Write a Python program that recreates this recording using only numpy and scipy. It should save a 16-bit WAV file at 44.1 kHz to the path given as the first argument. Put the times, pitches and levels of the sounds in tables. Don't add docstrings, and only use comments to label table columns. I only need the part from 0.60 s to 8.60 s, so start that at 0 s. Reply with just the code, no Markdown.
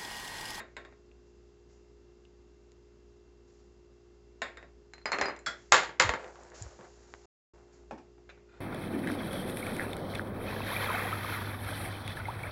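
import sys
import numpy as np
from scipy import signal
from scipy.fft import rfft, irfft, next_fast_len
from scipy.io import wavfile
from scipy.ndimage import uniform_filter1d, map_coordinates

SR = 44100
rng = np.random.default_rng(int(sys.argv[2]) if len(sys.argv) > 2 else 0)


def unload_audio(sound):
    columns = np.transpose(np.atleast_2d(sound))
    steps = np.round(np.clip(columns, -1, 1) * 32767)
    wavfile.write(sys.argv[1], SR, steps.astype(np.int16))


N = 352976

# (time [s], level [dB], brightness [dB/octave], clink pitch [Hz], clink [dB])
POD_HITS = [(4.336, -32, 2, 4120, -52.5), (4.381, -39, -0.5, 4130, -61), (4.415, -47, -2, 4150, -61),
            (4.457, -15.5, -2, 4930, -36), (4.519, -13.5, -0.5, 4300, -34.5),
            (4.531, -14.5, -3.5, 4300, -45), (4.586, -15, -3.5, 4310, -46), (4.613, -11.5, -2, 4960, -41),
            (4.636, -19, -3.5, 4130, -47), (4.657, -17.5, -4, 4900, -36.5), (4.684, -18.5, -4, 4950, -47),
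            (4.698, -22.5, -5, 4300, -58), (4.764, -38.5, -1, 4950, -65), (4.791, -41, 14, 7150, -64)]
# (frequency [Hz], level [dB])
TABLE_COLOUR = [(50, -28.5), (90, -16), (180, -14.5), (400, -6.5), (900, 0), (1300, 0.5), (1900, 0.5),
                (2700, -8.5), (4150, -11), (5000, -13.5), (6000, -18), (7100, -11), (8400, -32.5)]


def amp(db):
    return 10 ** (np.asarray(db) / 20)


def unit(x):
    return x / np.sqrt(np.mean(x ** 2) + 1e-20)


def along(points, hz):
    freqs, values = np.transpose(points)
    return np.interp(np.log(hz + 1), np.log(freqs + 1), values)


def wobble(rate):
    return map_coordinates(rng.standard_normal(int(N * rate / SR) + 4), [np.arange(N) * rate / SR])


def filtered(x, response):
    size = next_fast_len(N + SR // 2)
    return irfft(rfft(x, size) * response(np.fft.rfftfreq(size, 1 / SR)), size)[:N]


def coloured(x, colour):
    return unit(filtered(x, lambda hz: amp(along(colour, hz))))


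def add(out, s, sound):
    out[max(round(s * SR), 0):][:len(sound)] += sound


def narrow_noise(centre_hz, width_hz):
    noise = rng.standard_normal(N)
    return unit(filtered(noise, lambda hz: 1 / (1 + (2 * (hz - centre_hz) / width_hz) ** 2)))


def appliance(air_db=-66, waver_db=-1.27, drift_radians=0.087):
    # (pitch [Hz], level [dB])
    hum_tones = [(59.2, -63), (118.4, -75), (296.1, -87.5), (354, -64.5), (412.5, -66.5), (468.3, -82.5),
                 (2708, -88), (2767, -94.5)]
    # (pitch [Hz], width [Hz], level [dB])
    whine_tones = [(2090, 50, -91.5), (4820, 70, -94), (5000, 30, -94)]
    # (frequency [Hz], level [dB])
    air_colour = [(20, -40.5), (35, -23), (60, -4), (110, -13), (260, -10), (400, -15), (470, -16.5),
                  (600, -20.5), (1600, -28.5), (2300, -34), (4000, -34.5), (5000, -33.5), (7000, -34),
                  (8400, -46.5)]
    t = np.arange(N) / SR
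    hum = np.zeros(N)
    for hz, db in hum_tones:
        level = amp(db + waver_db * wobble(12))
        hum += level * np.sin(2 * np.pi * (hz * t + rng.random()) + drift_radians * wobble(1.1))
    whine = sum(amp(db) * narrow_noise(hz, width_hz) for hz, width_hz, db in whine_tones)
    return np.sqrt(2) * hum + whine + amp(air_db) * coloured(rng.standard_normal(N), air_colour)


def lead_in(pulse, length_s):
    t = np.arange(SR // 50) / SR
    swell = signal.fftconvolve(rng.standard_normal(len(t)) * t * (t < length_s), pulse)
    return swell / np.linalg.norm(swell)


def crack(colour, tilt_db, size=4096):
    hz = np.fft.rfftfreq(size, 1 / SR)
    octaves = np.log2(np.clip(hz, 200, 8000) / 1500)
    level = np.maximum(along(colour, hz), -50) + tilt_db * octaves
    cepstrum = irfft(np.log(amp(level)))
    cepstrum[1:size // 2] *= 2
    cepstrum[size // 2 + 1:] = 0
    pulse = irfft(np.exp(rfft(cepstrum)))
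    return pulse / np.linalg.norm(pulse)


def ringing(tones, t, tilt_db=0, scatter_db=1.0, blur_hz=20):
    ring = np.zeros(len(t))
    for hz, db, t60 in tones:
        blur = np.cumsum(rng.standard_normal(len(t))) * np.sqrt(2 * np.pi * blur_hz / SR)
        tone = np.sin(2 * np.pi * hz * t + blur) * amp(-60 * t / t60) * (1 - np.exp(-t / .001))
        strength = amp(db + tilt_db * np.log2(hz / 1500) + scatter_db * rng.standard_normal())
        ring += strength * tone / np.linalg.norm(tone)
    return ring


def surfaces(spread_s=0.013, strength=0.11, count=7):
    paths = np.zeros(SR // 20)
    paths[0] = 1
    delays = rng.uniform(.1, 1, count) * spread_s
    paths[(delays * SR).astype(int)] += strength * rng.choice([-1, 1], count)
    return paths / np.linalg.norm(paths)


def kitchen(build_up_s=0.00049, early_t60=0.11):
    # (frequency [Hz], time to fade 60 dB [s])
    echo_times = [(150, 0.32), (450, 0.38), (1100, 0.29), (2700, 0.32), (7200, 0.25)]
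    hz, t, noise = signal.stft(rng.standard_normal(SR // 2), SR, nperseg=256)
    fade = np.hypot(amp(-60 * t / along(echo_times, hz)[:, None]), amp(-60 * t / early_t60))
    tail = signal.istft(noise * fade * (1 - np.exp(-t / build_up_s)), SR, nperseg=256)[1]
    return tail / np.linalg.norm(tail)


def contacts(hits, colour, tones, gain_db, room_db, ring_db=0, chatter=.15, chatter_t60=.008,
             room_growth=0, crisp_db=0, detune=0, lead_in_s=0.0016, lead_in_db=-20):
    out, t = np.zeros(N + 2 * SR), np.arange(SR // 2) / SR
    nearby = surfaces()
    hardest_db = max(row[1] for row in hits)
    for (s, db, tilt_db, *_), echo_db in zip(hits, np.broadcast_to(room_db, len(hits))):
        pulse = crack(colour, tilt_db)
        force = chatter * rng.standard_normal(len(t)) * amp(-60 * t / chatter_t60)
        force[0] += 1
        direct = signal.fftconvolve(force, crack(colour, tilt_db + crisp_db))[:len(t)]
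        hit = amp(echo_db + room_growth * (db - hardest_db)) * signal.fftconvolve(pulse, kitchen())
        hit[:len(t)] += direct / np.linalg.norm(direct)
        hit = signal.fftconvolve(hit, nearby)
        retuned = [(hz * (1 + detune * rng.standard_normal()), level, t60) for hz, level, t60 in tones]
        hit[:len(t)] += amp(ring_db) * ringing(retuned, t, min(tilt_db, 0))
        add(out, s, amp(db + gain_db) * hit)
        add(out, s - lead_in_s, amp(db + gain_db + lead_in_db) * lead_in(pulse, lead_in_s))
    return out[:N]


def machine_taps():
    # (time [s], level [dB], brightness [dB/octave])
    taps = [(0.002, -30.5, -2), (0.167, -30.5, -1), (0.250, -40, -2), (0.325, -49, -5.5),
            (3.819, -20.5, 0.5), (3.972, -36.5, -1), (4.0275, -40.5, -4.5)]
    # (frequency [Hz], level [dB])
    colour = [(60, -23), (240, -12), (600, 0.5), (1080, -6.5), (1350, -1), (1900, 1.5), (2500, -6),
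              (3100, -17), (3700, -11.5), (4500, -18.5), (5100, -18.5), (6000, -34.5), (7000, -18.5),
              (8400, -28)]
    # (pitch [Hz], level [dB], ring time [s])
    tones = [(251.5, -24.5, 0.29), (1080, -16, 0.24), (1604, -19, 0.14), (1856, -13, 0.14),
             (3730, -16.5, 0.16)]
    return contacts(taps, colour, tones, gain_db=12.5, room_db=1.5, room_growth=0.081, ring_db=7,
                    chatter=0.2, chatter_t60=0.022, crisp_db=3.0, detune=.006)


def plastic_flexes():
    # (time [s], level [dB], brightness [dB/octave])
    flexes = [(0.515, -50, -8.5), (1.652, -50.5, -2)]
    # (frequency [Hz], level [dB])
    colour = [(500, -24), (1800, -23), (2700, 2), (3500, -5), (4600, -19)]
    return contacts(flexes, colour, [], gain_db=10.5, room_db=-18, chatter=0.2, chatter_t60=0.01)


def strokes(rows, attack_s, release_s):
    t = np.arange(N) / SR
    power = np.zeros(N)
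    for start, length, db in rows:
        rise = np.clip((t - start) / attack_s, 0, 1)
        fall = np.exp(-np.maximum(t - start - length, 0) / release_s)
        power += (amp(db) * rise * fall) ** 2
    return np.sqrt(power)


def slips(grain_db, rate):
    return rng.standard_normal(N) * amp(grain_db * wobble(rate))


def sleeve_brushes():
    # (start [s], length [s], level [dB])
    brushes = [(0.66, 0.035, -81), (1.09, 0.047, -73.5), (2.87, 0.14, -75.5), (4.96, 0.095, -68.5),
               (5.6, 0.3, -68), (5.94, 0.078, -55), (6.08, 0.73, -67.5), (6.94, 0.22, -80),
               (7.12, 0.028, -69.5)]
    # (frequency [Hz], level [dB])
    colour = [(1500, -5), (3500, -12.5), (5300, -5), (6200, -4.5), (7100, -2.5), (8000, -19), (8600, -33.5)]
    hiss = coloured(slips(grain_db=1.0, rate=130), colour)
    return strokes(brushes, attack_s=0.0081, release_s=0.08) * hiss


def close_ticks():
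    # (time [s], level [dB], brightness [dB/octave])
    ticks = [(2.119, -55.5, 8), (5.835, -49, 18), (5.902, -52, 12), (6.024, -32.5, 24),
             (6.539, -33.5, -2.5)]
    return contacts(ticks, TABLE_COLOUR, [], gain_db=14, room_db=-23, chatter=0)


def pod_clatter():
    # (frequency [Hz], level [dB])
    colour = [(60, -36), (250, -11.5), (550, -3), (850, -1.5), (2000, 2), (2600, -6), (3300, -19),
              (3900, -15), (4250, -16.5), (4600, -24), (4950, -21.5), (6000, -20), (7100, -17.5),
              (8400, -34.5)]
    # (pitch [Hz], level [dB], ring time [s])
    tones = [(4160, -14.5, 0.23), (5000, -22.5, .12), (7160, -17.5, 0.029)]
    return contacts(POD_HITS, colour, tones, gain_db=8.5, room_db=3.0, room_growth=0.39, ring_db=1.5,
                    chatter=0.87, chatter_t60=0.0067, crisp_db=2, detune=.008)


def pod_clinks(t60=0.11):
    out, t = np.zeros(N + SR), np.arange(SR // 2) / SR
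    for s, _, _, hz, db in POD_HITS:
        tone = ringing([(hz, 0, t60)], t, blur_hz=15)
        add(out, s, amp(db) * tone / np.abs(tone).max())
    return out[:N]


def hand_bumps(t60=0.12, attack_s=0.0045):
    # (time [s], level [dB], pitch [Hz])
    bumps = [(4.54, -55.5, 70), (4.62, -40.5, 64.6), (5.445, -27, 107), (5.463, -32, 76),
             (5.487, -28.5, 58), (6.013, -32.5, 102.4), (6.056, -35, 65.5)]
    out, t = np.zeros(N + SR), np.arange(SR // 2) / SR
    for s, db, hz in bumps:
        add(out, s, amp(db - 60 * t / t60) * (1 - np.exp(-t / attack_s)) * np.sin(2 * np.pi * hz * t))
    return out[:N]


def lid_clicks():
    # (time [s], level [dB], brightness [dB/octave])
    clicks = [(4.862, -19, 2.5), (4.870, -20.5, -3.5)]
    # (frequency [Hz], level [dB])
    colour = [(100, -24.5), (330, -19), (620, -8), (1020, -11.5), (1420, 0), (2000, -4), (2900, -24),
              (3370, -7), (3850, -20.5), (4900, -16.5), (5350, -11.5), (5800, -19.5), (6700, -23),
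              (7300, -17), (8400, -32)]
    # (pitch [Hz], level [dB], ring time [s])
    tones = [(1422, 4, .17), (1560, -6.5, .2), (3360, -3.5, .23), (4091, -11, 0.27), (4500, -11, 0.14),
             (5380, -10.5, .12), (7300, -8.5, 0.1)]
    return contacts(clicks, colour, tones, gain_db=7.5, room_db=4.0, ring_db=1.5,
                    chatter=0.6, chatter_t60=0.014)


def table_drops():
    # (time [s], level [dB], brightness [dB/octave], room echo [dB])
    drops = [(5.1221, -1.5, 1, -1.5), (5.132, -13.5, -1, 4), (5.144, -11, 1, 3.5), (5.166, -15.5, 0.5, 3.5),
             (5.234, -25.5, 0.5, 1), (5.293, -33, -5.5, 0), (5.3994, -6, 0.35, 2), (5.423, -16, -1.5, -2),
             (5.493, -13.5, -2.5, -4), (5.538, -19, -4, -1.5), (5.644, -36, -7, 2),
             (5.757, -41.5, -3.5, -2), (5.919, -42, -6.5, 0), (6.191, -41.5, -12, 1.5),
             (6.210, -42.5, -4.5, -8), (6.247, -50, 0, -5)]
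    # (pitch [Hz], level [dB], ring time [s])
    tones = [(515.5, -11, .28), (896, -8, 0.27), (1110, -9, 0.11), (1380, -8, 0.19), (1732, -10, 0.2),
             (2090, -14.5, 0.3), (4190, -17, 0.14), (7080, -17.5, 0.14)]
    return contacts(drops, TABLE_COLOUR, tones, gain_db=13.0, room_db=[row[3] for row in drops],
                    ring_db=-4.5, chatter=0.28, chatter_t60=0.007, crisp_db=0.62,
                    lead_in_s=0.0039, lead_in_db=-21.5)


def hand_drags():
    # (start [s], length [s], level [dB])
    drags = [(5.58, 0.11, -50), (5.77, 0.11, -57), (5.925, 0.21, -58), (6.19, 0.062, -55),
             (6.33, 0.677, -68.5), (6.93, 0.28, -69.5), (7.92, 0.12, -64)]
    # (frequency [Hz], level [dB])
    colour = [(150, -38), (350, -0.5), (700, 3), (1100, -5), (1500, -6), (2200, -13.5), (3000, -26),
              (5000, -24.5)]
    scrape = coloured(slips(grain_db=3.5, rate=400), colour)
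    return strokes(drags, attack_s=0.015, release_s=0.04) * scrape


def holder_knocks():
    # (time [s], level [dB], brightness [dB/octave])
    knocks = [(7.310, -24.5, 0), (7.329, -29.5, -7), (7.379, -38.5, 3.5), (7.580, -45.5, -1)]
    # (frequency [Hz], level [dB])
    colour = [(60, -27), (130, -13.5), (270, 0), (580, -3.5), (800, 1.5), (1250, -12.5), (1800, -13.5),
              (2050, -25), (2300, -14), (3000, -26.5), (4100, -31), (5300, -28), (6000, -32), (8000, -39)]
    # (pitch [Hz], level [dB], ring time [s])
    tones = [(251, -17, 0.21), (617, -17, 0.083), (811, -4, 0.056)]
    return contacts(knocks, colour, tones, gain_db=9.5, room_db=0, ring_db=-6,
                    chatter=0.41, chatter_t60=0.036, lead_in_db=-18)


def pod_into_holder():
    # (time [s], level [dB], brightness [dB/octave])
    touches = [(7.692, -42.5, 0), (7.699, -45.5, 2), (7.775, -51, -6)]
    # (frequency [Hz], level [dB])
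    colour = [(100, -22), (550, 3), (1000, -4), (1450, 0), (2500, 0.5), (3000, -11), (3900, -18),
              (4500, -18.5), (6800, -19), (8400, -38)]
    # (pitch [Hz], level [dB], ring time [s])
    tones = [(1287, -23, .02), (1453, -5.5, 0.055), (2160, -24, 0.055), (2470, -7, 0.026),
             (3597, -9.5, 0.07), (3950, -9, 0.075)]
    # (start [s], length [s], level [dB])
    slides = [(7.85, 0.18, -67)]
    clicks = contacts(touches, colour, tones, gain_db=14, room_db=0.5, ring_db=-1.5,
                      chatter=0.54, chatter_t60=0.022)
    friction = slips(grain_db=4.0, rate=100)
    ring = ringing(tones, np.arange(SR // 4) / SR, tilt_db=-7.5, blur_hz=120)
    walls = unit(signal.fftconvolve(friction, ring)[:N])
    return clicks + strokes(slides, attack_s=0.046, release_s=0.046) * walls


def scene():
    plastic = machine_taps() + pod_clatter() + lid_clicks() + table_drops() + holder_knocks()
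    plastic += close_ticks() + plastic_flexes() + pod_clinks() + pod_into_holder()
    return (plastic + hand_bumps() + hand_drags() + sleeve_brushes() + appliance())[None]


def record(dry, ceiling=.85, top_hz=8500, silence_s=(6.656, 6.936)):
    # (frequency [Hz], gain [dB])
    microphone = [(22, -13), (45, 0.5), (4800, 1), (6000, 0), (7200, 1.5), (7700, 2), (8100, -10)]
    t = np.arange(N) / SR
    heard = filtered(dry[0], lambda hz: amp(along(microphone, hz)))
    heard = heard / (1 + (heard / ceiling) ** 4) ** .25
    heard = filtered(heard, lambda hz: np.clip((top_hz - hz) / 200, 0, 1))
    sound_on = (t < silence_s[0]) | (t > silence_s[1])
    return (heard * uniform_filter1d(sound_on.astype(float), size=88))[None]


dry = scene()
out = record(dry)
unload_audio(out)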